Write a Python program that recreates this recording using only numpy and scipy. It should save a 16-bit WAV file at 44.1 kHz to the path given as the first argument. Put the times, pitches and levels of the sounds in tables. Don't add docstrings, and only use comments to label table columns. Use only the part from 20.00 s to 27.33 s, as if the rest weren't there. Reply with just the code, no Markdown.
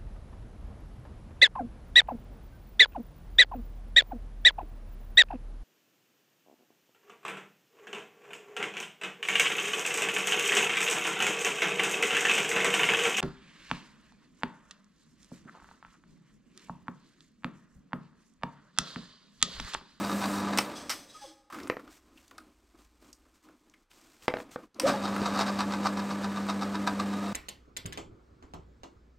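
import sys
import numpy as np
from scipy import signal
from scipy.fft import rfft, irfft
from scipy.io import wavfile

SR = 44100
rng = np.random.default_rng(int(sys.argv[2]) if len(sys.argv) > 2 else 0)


def wav_out(sig):
    wavfile.write(sys.argv[1], SR, np.round(np.clip(np.atleast_2d(sig).T, -1, 1) * 32767).astype(np.int16))


N = 323253
T = np.arange(N) / SR

# nominal_hz (snapped to a harmonic below), relative_db
HUM = [(100, -47), (200.1, -29), (300.1, -52), (400.2, -49.5), (500.2, -49.5)]
# shaft_multiple, relative_db
WHINE = [(10, -53), (12, -45), (22, -54), (28, -52), (34, -63), (38, -51), (40, -53), (50, -52),
         (60, -55.5), (68, -60.5)]
# freq_hz, gain_db
CHURN_COLOUR = [(25, -38.5), (76, -17), (132, -16.5), (207, -7.5), (300, -3), (370, -12.5), (580, -10.5),
                (650, -17), (850, -17.5), (1300, -19), (2000, -22.5), (3000, -27), (5000, -33),
                (8500, -33.5), (9800, -43.5), (12500, -42.5), (15500, -52)]
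# freq_hz, width_hz, gain_db
CASTING = [(303, 25, -4.5), (606, 28, -1), (715, 21, 2.5), (779, 61, -2), (887, 68, -2.5), (1184, 51, 4.5),
           (1676, 54, 3), (2377, 130, -7), (3950, 50, -8.5)]
# time_s, gain_db
LOAD = [(.6, 2), (4.81, -1), (4.89, 10), (4.97, -0.5), (5.43, 2.5), (5.7, 0), (7.33, -1)]
HARMONIC_HZ, SHAFT_HZ = 100.04, 24.87
TONES_DB, TONES_FADE_DB_PER_S, TONES_RISE_S = -2.5, 190, 0.23
CHURN_DB, CHURN_FADE_DB_PER_S, CHURN_RISE_S = -38.5, 44.5, 0.019


def motor(flutter=0.11, wander=0.53, throb_db=2, casting_db=-7, wash_db=-1):
    hum = 0
    for nominal_hz, db in HUM:
        hz = round(nominal_hz / 100) * HARMONIC_HZ
        hum = hum + amp(db) * np.sin(2 * np.pi * (hz * T + rng.random()))
    hum = hum * (1 + flutter * drift(18))

    whine = 0
    for multiple, db in WHINE:
        strength = amp(db) * (1 + wander * drift(3.8))
        phase = 2 * np.pi * multiple * SHAFT_HZ * T + wander * drift(9)
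        whine = whine + strength * np.sin(phase)
    tones_gain = amp(TONES_DB) * powered(TONES_FADE_DB_PER_S, TONES_RISE_S)

    load = level(LOAD)
    casting = amp(casting_db) * resonate(noise(CHURN_COLOUR), CASTING) * np.sqrt(load)
    churn = amp(wash_db) * noise(CHURN_COLOUR) + casting
    throb = amp(throb_db * np.tanh(drift(70)))
    churn_gain = amp(CHURN_DB) * powered(CHURN_FADE_DB_PER_S, CHURN_RISE_S) * load
    return (hum + whine) * tones_gain + unit(churn * throb) * churn_gain


OFF_S, ON_S = 0.59, 4.798


def powered(fade_db_per_s, rise_s):
    fading = amp(-fade_db_per_s * np.maximum(T - OFF_S, 0))
    rising = np.clip((T - ON_S) / rise_s, 0, 1)
    return fading + rising


# freq_hz, width_hz, gain_db
SPINDLE = [(851, 110, 4), (976.5, 30, 8), (1100, 100, 2), (1187, 110, 2), (1273, 57, -2.5),
           (1537, 83, -0.5), (1980, 130, -18.5), (2410, 210, -11.5), (3740, 110, -4), (3777, 82, -8),
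           (4170, 130, -12), (4610, 110, -7), (4695, 92, -13), (5173, 57, -6.5), (5590, 130, -11),
           (6380, 450, -25), (7700, 630, -14.5)]
# freq_hz, gain_db
RATTLE_COLOUR = [(200, -18.5), (600, -8), (1200, 5.5), (2200, -24.5), (3000, -14.5), (4200, -5),
                 (6000, -21), (8600, -19.5), (9800, -31), (13000, -28.5), (16000, -41.5)]
# time_s, force_db
CHATTER = [(.5, -41), (4.85, -35.5), (5.0, -42), (5.4, -41), (5.7, -48.5), (7.33, -47.5)]
CHATTER_FADE_DB_PER_S = 71


def spindle(knocks_per_s=115, unevenness=.3, spread_db=5.0, contact_s=0.0074, ring_db=-2, clatter_db=-8,
            top_hz=7000, head_db=-4, head_t60_s=0.17, head_hz=1500, chatter_rise_s=0.12):
    knock_rate = knocks_per_s * np.exp(unevenness * np.tanh(drift(60)))
    knock_phase = np.cumsum(knock_rate) / SR % 1
    chatter = level(CHATTER) * powered(CHATTER_FADE_DB_PER_S, chatter_rise_s)
    force = np.hypot(rattling(), chatter) * unit(amp(spread_db * np.tanh(drift(100))))
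    knocks = force * unit(np.exp(-knock_phase / (knocks_per_s * contact_s)))
    scrape = knocks * np.sign(rng.standard_normal(N))
    steel = band(resonate(scrape, SPINDLE), top_hz, "low", order=4) * np.std(knocks)
    head = band(linger(steel, head_t60_s), head_hz, "low")
    clatter = knocks * noise(RATTLE_COLOUR)
    return amp(ring_db) * steel + amp(head_db) * head + amp(clatter_db) * clatter


# first_tug_s, end_s
RUNS = [(.115, .45), (5.099, 7.33)]
# time_s, force_db
TUG = [(.11, -32.5), (.28, -33.5), (5.22, -48), (5.35, -27.5), (5.48, -24), (5.62, -28.5), (5.86, -31),
       (6.05, -37), (6.35, -35), (6.55, -30), (6.88, -28.5), (7.14, -43.5)]
# time_s, sigma_s
BOUT = [(.3, .02), (5.4, .013), (5.9, .015), (6.25, 0.0085), (7.0, 0.0072), (7.25, 0.025)]
# centre_s, force_db, sigma_s
FURTHER_RATTLES = [(.048, -35.5, .004), (.54, -33.5, .008), (.726, -45.5, .004), (4.887, -25.5, 0.015),
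                   (5.06, -34.5, .02), (5.264, -23, .009), (5.403, -22, 0.017), (7.004, -30.5, .0055)]
LAP_S, SWING_DB, SWING_LAPS = .1271, 3, 2.5


def rattling():
    bouts = list(FURTHER_RATTLES)
    for first_s, end_s in RUNS:
        for lap, centre_s in enumerate(np.arange(first_s, end_s, LAP_S)):
            swing_db = -SWING_DB * np.cos(2 * np.pi * lap / SWING_LAPS)
            force_db = np.interp(centre_s, *np.transpose(TUG)) + swing_db
            sigma_s = np.interp(centre_s, *np.transpose(BOUT))
            bouts.append((centre_s, force_db, sigma_s))
    return sum(amp(db) * np.exp(-.5 * ((T - centre_s) / sigma_s) ** 2) for centre_s, db, sigma_s in bouts)


# start_s, length_s, first_hz, last_hz, level_db, overtone_db
SQUEAKS = [(1.086, 0.036, 3980, 3930, -60, -30), (1.138, 0.047, 1250, 1250, -53, -28),
           (1.185, 0.042, 1750, 1636, -65, -25), (1.208, 0.053, 857, 787, -51, -18),
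           (1.235, 0.031, 584, 510, -51.5, -12), (1.259, 0.076, 334, 298, -60, -18),
           (4.784, 0.029, 535, 553, -47, -10), (4.807, 0.036, 231, 384, -41.5, -12),
           (4.829, 0.052, 503, 595, -26, -35), (4.854, 0.0235, 631, 737, -28.5, -21),
           (4.925, 0.044, 782, 890, -38.5, -16)]
# time_s, level_db
COAST = [(.7, -100), (.76, -47.5), (.88, -55), (.97, -48.5), (1.08, -59), (1.18, -55), (1.28, -53.5),
         (1.37, -66.5), (1.6, -93.5)]
# freq_hz, gain_db
COAST_COLOUR = [(800, -3.5), (2800, -4.5), (3350, -4), (3800, -1), (5300, 0.5), (6100, -10), (7000, -9.5),
                (8200, -2), (10000, -23), (15500, -30)]
# freq_hz, width_hz, gain_db
PULLEY = [(3380, 61, 4), (5140, 250, -1.5), (6030, 300, -1), (7960, 420, -8.5)]
# start_s, length_s, level_db
SLIP = (4.855, 0.039, -36)


def belt(waver=0.011, cover_db=-9, cover_t60_s=1.0, hiss_db=-3, pulley_db=-3, flutter_db=2.5):
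    squeaks = np.zeros(N)
    for start_s, length_s, first_hz, last_hz, db, overtone_db in SQUEAKS:
        count = int(length_s * SR)
        pitch_hz = np.linspace(first_hz, last_hz, count) * (1 + waver * drift(70)[:count])
        phase = 2 * np.pi * np.cumsum(pitch_hz) / SR
        tone = np.sin(phase) + amp(overtone_db) * np.sin(2 * phase)
        add(squeaks, start_s, amp(db) * unit(tone * signal.windows.tukey(count, .7)))
    cover = amp(cover_db) * linger(squeaks, cover_t60_s)
    hiss = amp(hiss_db) * noise(COAST_COLOUR) + amp(pulley_db) * resonate(rng.standard_normal(N), PULLEY)
    hiss = hiss * unit(amp(flutter_db * np.tanh(drift(30))))
    return squeaks + cover + hiss * (level(COAST) + strokes([SLIP]))


# time_s, relative_db, lowpass_hz, ring_db
KNOCKS = [(1.699, -24.5, 3400, -12), (1.7681, -37, 1780, -13), (3.496, -60, 500, -10),
          (4.281, -21.5, 3700, -6), (4.339, -29, 2940, -5), (4.3695, -36.5, 2820, -5),
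          (4.386, -44, 2520, -6), (4.402, -42.5, 3520, -6), (4.5596, -31.5, 1180, -12),
          (5.217, -32.5, 250, -5)]
# freq_hz, gain_db
KNOCK_COLOUR = [(40, -31.5), (120, -4.5), (280, 1), (520, 6.5), (900, -2.5), (1300, -3.5), (1900, -6),
                (3000, -13), (4200, -12.5), (7000, -22.5), (15000, -21)]
# nominal_hz, gain_db, t60_s
TABLE = [(150, -17, .09), (280, -8, .1), (506, -1, .11), (650, -7, .07), (815, -10, .08), (900, -12, .09),
         (1168, -19, .05), (1803, -13, .06), (2300, -15, .05), (2654, -17, .05)]
# nominal_hz, gain_db, t60_s
BIT = [(680, -10, .1), (1066, -4, .15), (1782, 4, 0.052), (2350, 11, 0.088), (2410, 19, .06),
       (5303, -15, .5), (5860, -15, 0.45), (13250, -7, .4)]


def table(thud_db=-2, crunch_db=-6, crunch_t60_s=0.019, bit_db=-40, board_hz=750):
    out = np.zeros(N)
    for time_s, db, lowpass_hz, ring_db in KNOCKS:
        thud = band(disperse(impulse(KNOCK_COLOUR), board_hz), lowpass_hz, "low")
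        crunch = linger(band(thud, board_hz, "high"), crunch_t60_s)
        board = band(disperse(ring(TABLE), board_hz), lowpass_hz, "low")
        add(out, time_s, amp(db + thud_db) * blow(thud))
        add(out, time_s, amp(db + crunch_db) * blow(crunch))
        add(out, time_s, amp(db + ring_db) * blow(board))
    bit_drop_s = KNOCKS[0][0]
    add(out, bit_drop_s, amp(bit_db) * blow(ring(BIT)))
    return out


def disperse(x, hz, order=2):
    for k in range(order):
        b, a = signal.iirpeak(hz * (k + 1) ** 2, 1, SR)
        x = x - 2 * signal.lfilter(b, a, x)
    return x


# time_s, level_db, t60_s, highpass_hz
SNAPS = [(0.575, -29.5, 0.023, 1500), (0.5803, -34, 0.016, 700), (.586, -20.5, 0.028, 494),
         (.597, -41, 0.068, 700), (0.895, -32, 0.047, 3580), (.901, -28, 0.12, 3360),
         (0.916, -38.5, 0.14, 2004), (4.798, -29, 0.03, 1573)]
# freq_hz, gain_db
SNAP_COLOUR = [(200, -7.5), (600, 4), (1100, 4), (2000, 0.5), (3500, -7.5), (5300, -5), (7000, -12.5),
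               (8500, -13), (10500, -20), (14000, -18), (16000, -43.5)]
# freq_hz, width_hz, gain_db
SWITCH = [(1160, 230, 1), (2100, 75, 0.5), (3030, 160, 4), (4950, 260, 0.5), (5390, 95, 7), (5770, 120, -2),
          (8200, 1000, -1.5)]
# time_s, level_db, centre_hz, t60_s
TICKS = [(1.5009, -45.5, 1130, 0.11), (1.525, -41.5, 1210, .097), (1.544, -41.5, 1200, .068),
         (1.586, -45, 1340, 0.046), (1.601, -48, 1810, 0.021), (1.633, -54, 5000, 0.021),
         (1.673, -46.5, 1290, .023), (1.678, -55, 8250, 0.019), (1.795, -50, 1160, 0.042),
         (1.877, -54, 1250, .03), (2.174, -57.5, 2750, 0.079), (2.28, -62, 4970, .016),
         (2.311, -52, 1210, 0.031), (2.382, -45.5, 1290, 0.038), (2.381, -52, 5000, .015),
         (3.129, -52, 5900, .025), (3.253, -67, 1300, .057), (3.487, -59.5, 1350, .04),
         (3.698, -66, 5800, .0088), (3.738, -59.5, 1980, .041), (3.914, -61, 2400, 0.015),
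         (4.013, -65.5, 5860, .008), (4.223, -59.5, 3000, .013), (4.745, -62, 4960, .015),
         (4.798, -36, 8700, 0.023), (5.163, -34.5, 1220, 0.039), (6.466, -43, 1280, 0.03)]


def clicks(size=8192, spread=1.113, edge_db=-36, housing_db=-3):
    out, t = np.zeros(N), T[:size]
    for time_s, db, t60_s, highpass_hz in SNAPS:
        housing = resonate(noise(SNAP_COLOUR, size), SWITCH)
        snap = noise(SNAP_COLOUR, size) + amp(housing_db) * housing
        snap = band(snap * amp(-60 * t / t60_s), highpass_hz, "high", order=1)
        add(out, time_s, amp(db) * blow(snap))
    for time_s, db, hz, t60_s in TICKS:
        burst = rng.standard_normal(size) * amp(-60 * t / t60_s)
        body = band(burst, [hz / spread, hz * spread], "band", order=1)
        add(out, time_s, amp(db) * blow(body + amp(edge_db) * burst))
    return out


# start_s, length_s, relative_db
TURNS = [(1.52, .19, -46), (1.72, 0.17, -54.5), (2.05, 0.19, -65.5), (2.31, 0.2, -60.5),
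         (2.62, 0.035, -66.5), (2.735, 0.083, -61.5), (3.0, 0.11, -62), (3.25, 0.027, -62),
         (3.43, 0.11, -61), (3.6, .22, -72.5), (3.93, 0.28, -66.5)]
# start_s, length_s, relative_db
SLIDES = [(4.337, 0.084, -44.5), (4.435, 0.063, -52), (4.575, 0.064, -51), (4.74, 0.073, -55)]
# start_s, length_s, relative_db
RUBS = [(1.51, 0.13, -55.5), (1.89, 0.087, -55.5), (2.15, 0.14, -64), (2.77, 0.084, -63),
        (3.0, 0.11, -62.5), (3.335, 0.023, -61.5), (3.42, 0.032, -63), (3.895, 0.49, -61),
        (4.21, 0.047, -51.5), (4.37, 0.054, -54), (4.505, .035, -48), (4.56, 0.1, -68)]
# start_s, length_s
HOLD = (1.5, 2.33)
HOLD_TRUNDLE_DB, HOLD_RUB_DB = -71, -71
# start_s, length_s, level_db
SPUN = (1.86, 1.54, -68.5)
# time_s, level_db
SWEEP = [(0, -52), (.15, -48.5), (.36, -48), (.41, -51.5), (.45, -78), (.5, -100)]
# freq_hz, gain_db
TRUNDLE_COLOUR = [(30, -36), (70, -13.5), (150, -17), (210, -4), (310, 3), (400, -7.5), (560, -17.5),
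                  (1000, -21.5), (3000, -76.5)]
RUB_COLOUR = [(300, -0.5), (700, -1), (1300, -0.5), (3000, -4), (5000, -4), (8300, -5), (10400, -15),
              (13200, -11), (15500, -17.5)]
SWEEP_COLOUR = [(500, -8.5), (2000, -5.5), (5000, 1.5), (8500, 7.5), (10500, -2), (13500, 1.5), (16000, -6)]
RUMBLE_COLOUR = [(20, -20.5), (38, -11), (55, 7), (70, -4), (100, -19), (300, -70.5)]
# freq_hz, width_hz, gain_db
CHUCK = [(660, 300, 5.5), (1042, 120, 7), (1212, 47, 8), (1420, 130, -19), (2110, 350, -7.5)]


def hands(trundle_db=0, chuck_db=-6, rub_db=-2.0, grain_db=3, bump_db=3):
    chuck = resonate(rng.standard_normal(N), CHUCK)
    bearings = amp(trundle_db) * noise(TRUNDLE_COLOUR) + amp(chuck_db) * chuck
    bumps = amp(bump_db * np.tanh(drift(40)))
    trundle = bearings * strokes(TURNS + SLIDES + [(*HOLD, HOLD_TRUNDLE_DB)]) * bumps
    grain = amp(rub_db + grain_db * np.tanh(drift(160)))
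    rub = noise(RUB_COLOUR) * strokes(RUBS + [(*HOLD, HOLD_RUB_DB)]) * grain
    sweep = noise(SWEEP_COLOUR) * level(SWEEP)
    rumble = noise(RUMBLE_COLOUR) * strokes([SPUN])
    return trundle + rub + sweep + rumble


STROKE_RISE_S, STROKE_SAG_DB, STROKE_FALL_S = 0.019, -3, 0.018


def strokes(rows):
    power = np.zeros(N)
    for start_s, length_s, db in rows:
        t = T[:int(length_s * SR) + SR // 2]
        rise = np.minimum(t / STROKE_RISE_S, 1)
        fall = np.exp(-np.maximum(t - length_s, 0) / STROKE_FALL_S)
        add(power, start_s, (rise * fall * amp(db + STROKE_SAG_DB * t / length_s)) ** 2)
    return np.sqrt(power)


# freq_hz, t60_s
ROOM = [(150, 0.41), (500, 0.21), (2000, 0.21), (6000, 0.17), (14000, 0.38)]


def workshop(x, size=24000, first_s=0.0042):
    taps = rng.standard_normal(size) * (rng.random(size) < .1) * (T[:size] > first_s)
    hz, t, z = signal.stft(taps, SR, nperseg=256)
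    decay = amp(-60 * t / read(ROOM, hz)[:, None])
    tail = signal.istft(z * decay, SR, nperseg=256)[1]
    return signal.fftconvolve(x, tail / np.linalg.norm(tail))[:N]


# freq_hz, gain_db
AIR = [(15, -36.5), (25, 6), (169, -20), (552, -18.5), (762, -26), (826, -17), (945, -16.5), (3000, -27),
       (3340, -26.5), (15500, -47)]
AIR_DB = -74.5


def air():
    return amp(AIR_DB) * noise(AIR)


def amp(db):
    return 10 ** (np.asarray(db) / 20)


def unit(x):
    return x / np.sqrt(np.mean(x ** 2) + 1e-20)


def level(rows):
    return amp(np.interp(T, *np.transpose(rows)))


def read(points, hz):
    f, value = np.transpose(points)
    return np.interp(np.log(hz + 1), np.log(f), value)


def noise(colour, size=N):
    gain = amp(read(colour, np.fft.rfftfreq(size, 1 / SR)))
    return unit(irfft(rfft(rng.standard_normal(size)) * gain, size))


def drift(hz):
    gain = np.exp(-(np.fft.rfftfreq(N, 1 / SR) / hz) ** 2)
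    return unit(irfft(rfft(rng.standard_normal(N)) * gain, N))


def band(x, hz, kind, order=2):
    edge_hz = np.clip(hz, 10, SR / 2 - 100)
    return signal.sosfilt(signal.butter(order, edge_hz, kind, fs=SR, output="sos"), x)


def resonate(x, modes):
    return unit(sum(amp(db) * signal.lfilter(*signal.iirpeak(hz, hz / width_hz, SR), x)
                    for hz, width_hz, db in modes))


def impulse(colour, size=4096):
    log_gain = np.log(amp(read(colour, abs(np.fft.fftfreq(size, 1 / SR)))))
    return np.fft.ifft(np.exp(np.conj(signal.hilbert(log_gain)))).real


def ring(modes, size=16384):
    t, out = T[:size], 0
    for nominal_hz, db, t60_s in modes:
        hz = nominal_hz * (1 + 0.0028 * rng.standard_normal())
        out = out + amp(db - 60 * t / t60_s) * np.sin(2 * np.pi * hz * t)
    return out


def blow(x):
    return x * np.sqrt(SR / 100 / np.sum(x ** 2))


def linger(x, t60_s):
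    tail = rng.standard_normal(SR) * amp(-60 * T[:SR] / t60_s)
    return signal.fftconvolve(x, tail / np.linalg.norm(tail))[:N]


def add(mix, start_s, sound):
    part = mix[round(start_s * SR):][:len(sound)]
    part += sound[:len(part)]


def scene(hit_room_db=-8, machine_room_db=-9, side_db=-31):
    hits, machine = table() + clicks(), spindle() + belt()
    echoes = workshop(amp(hit_room_db) * hits + amp(machine_room_db) * machine)
    mid = hits + machine + echoes + motor() + hands() + air()
    side = amp(side_db) * workshop(mid + 2 * band(mid, 2500, "high"))
    return np.array([mid + side, mid - side])


EDGE_HZ = 15900


def record(dry):
    lowpass = signal.firwin(511, EDGE_HZ, window=("kaiser", 9), fs=SR)
    return signal.oaconvolve(dry, lowpass[None], "same")


dry = scene()
out = record(dry)
wav_out(out)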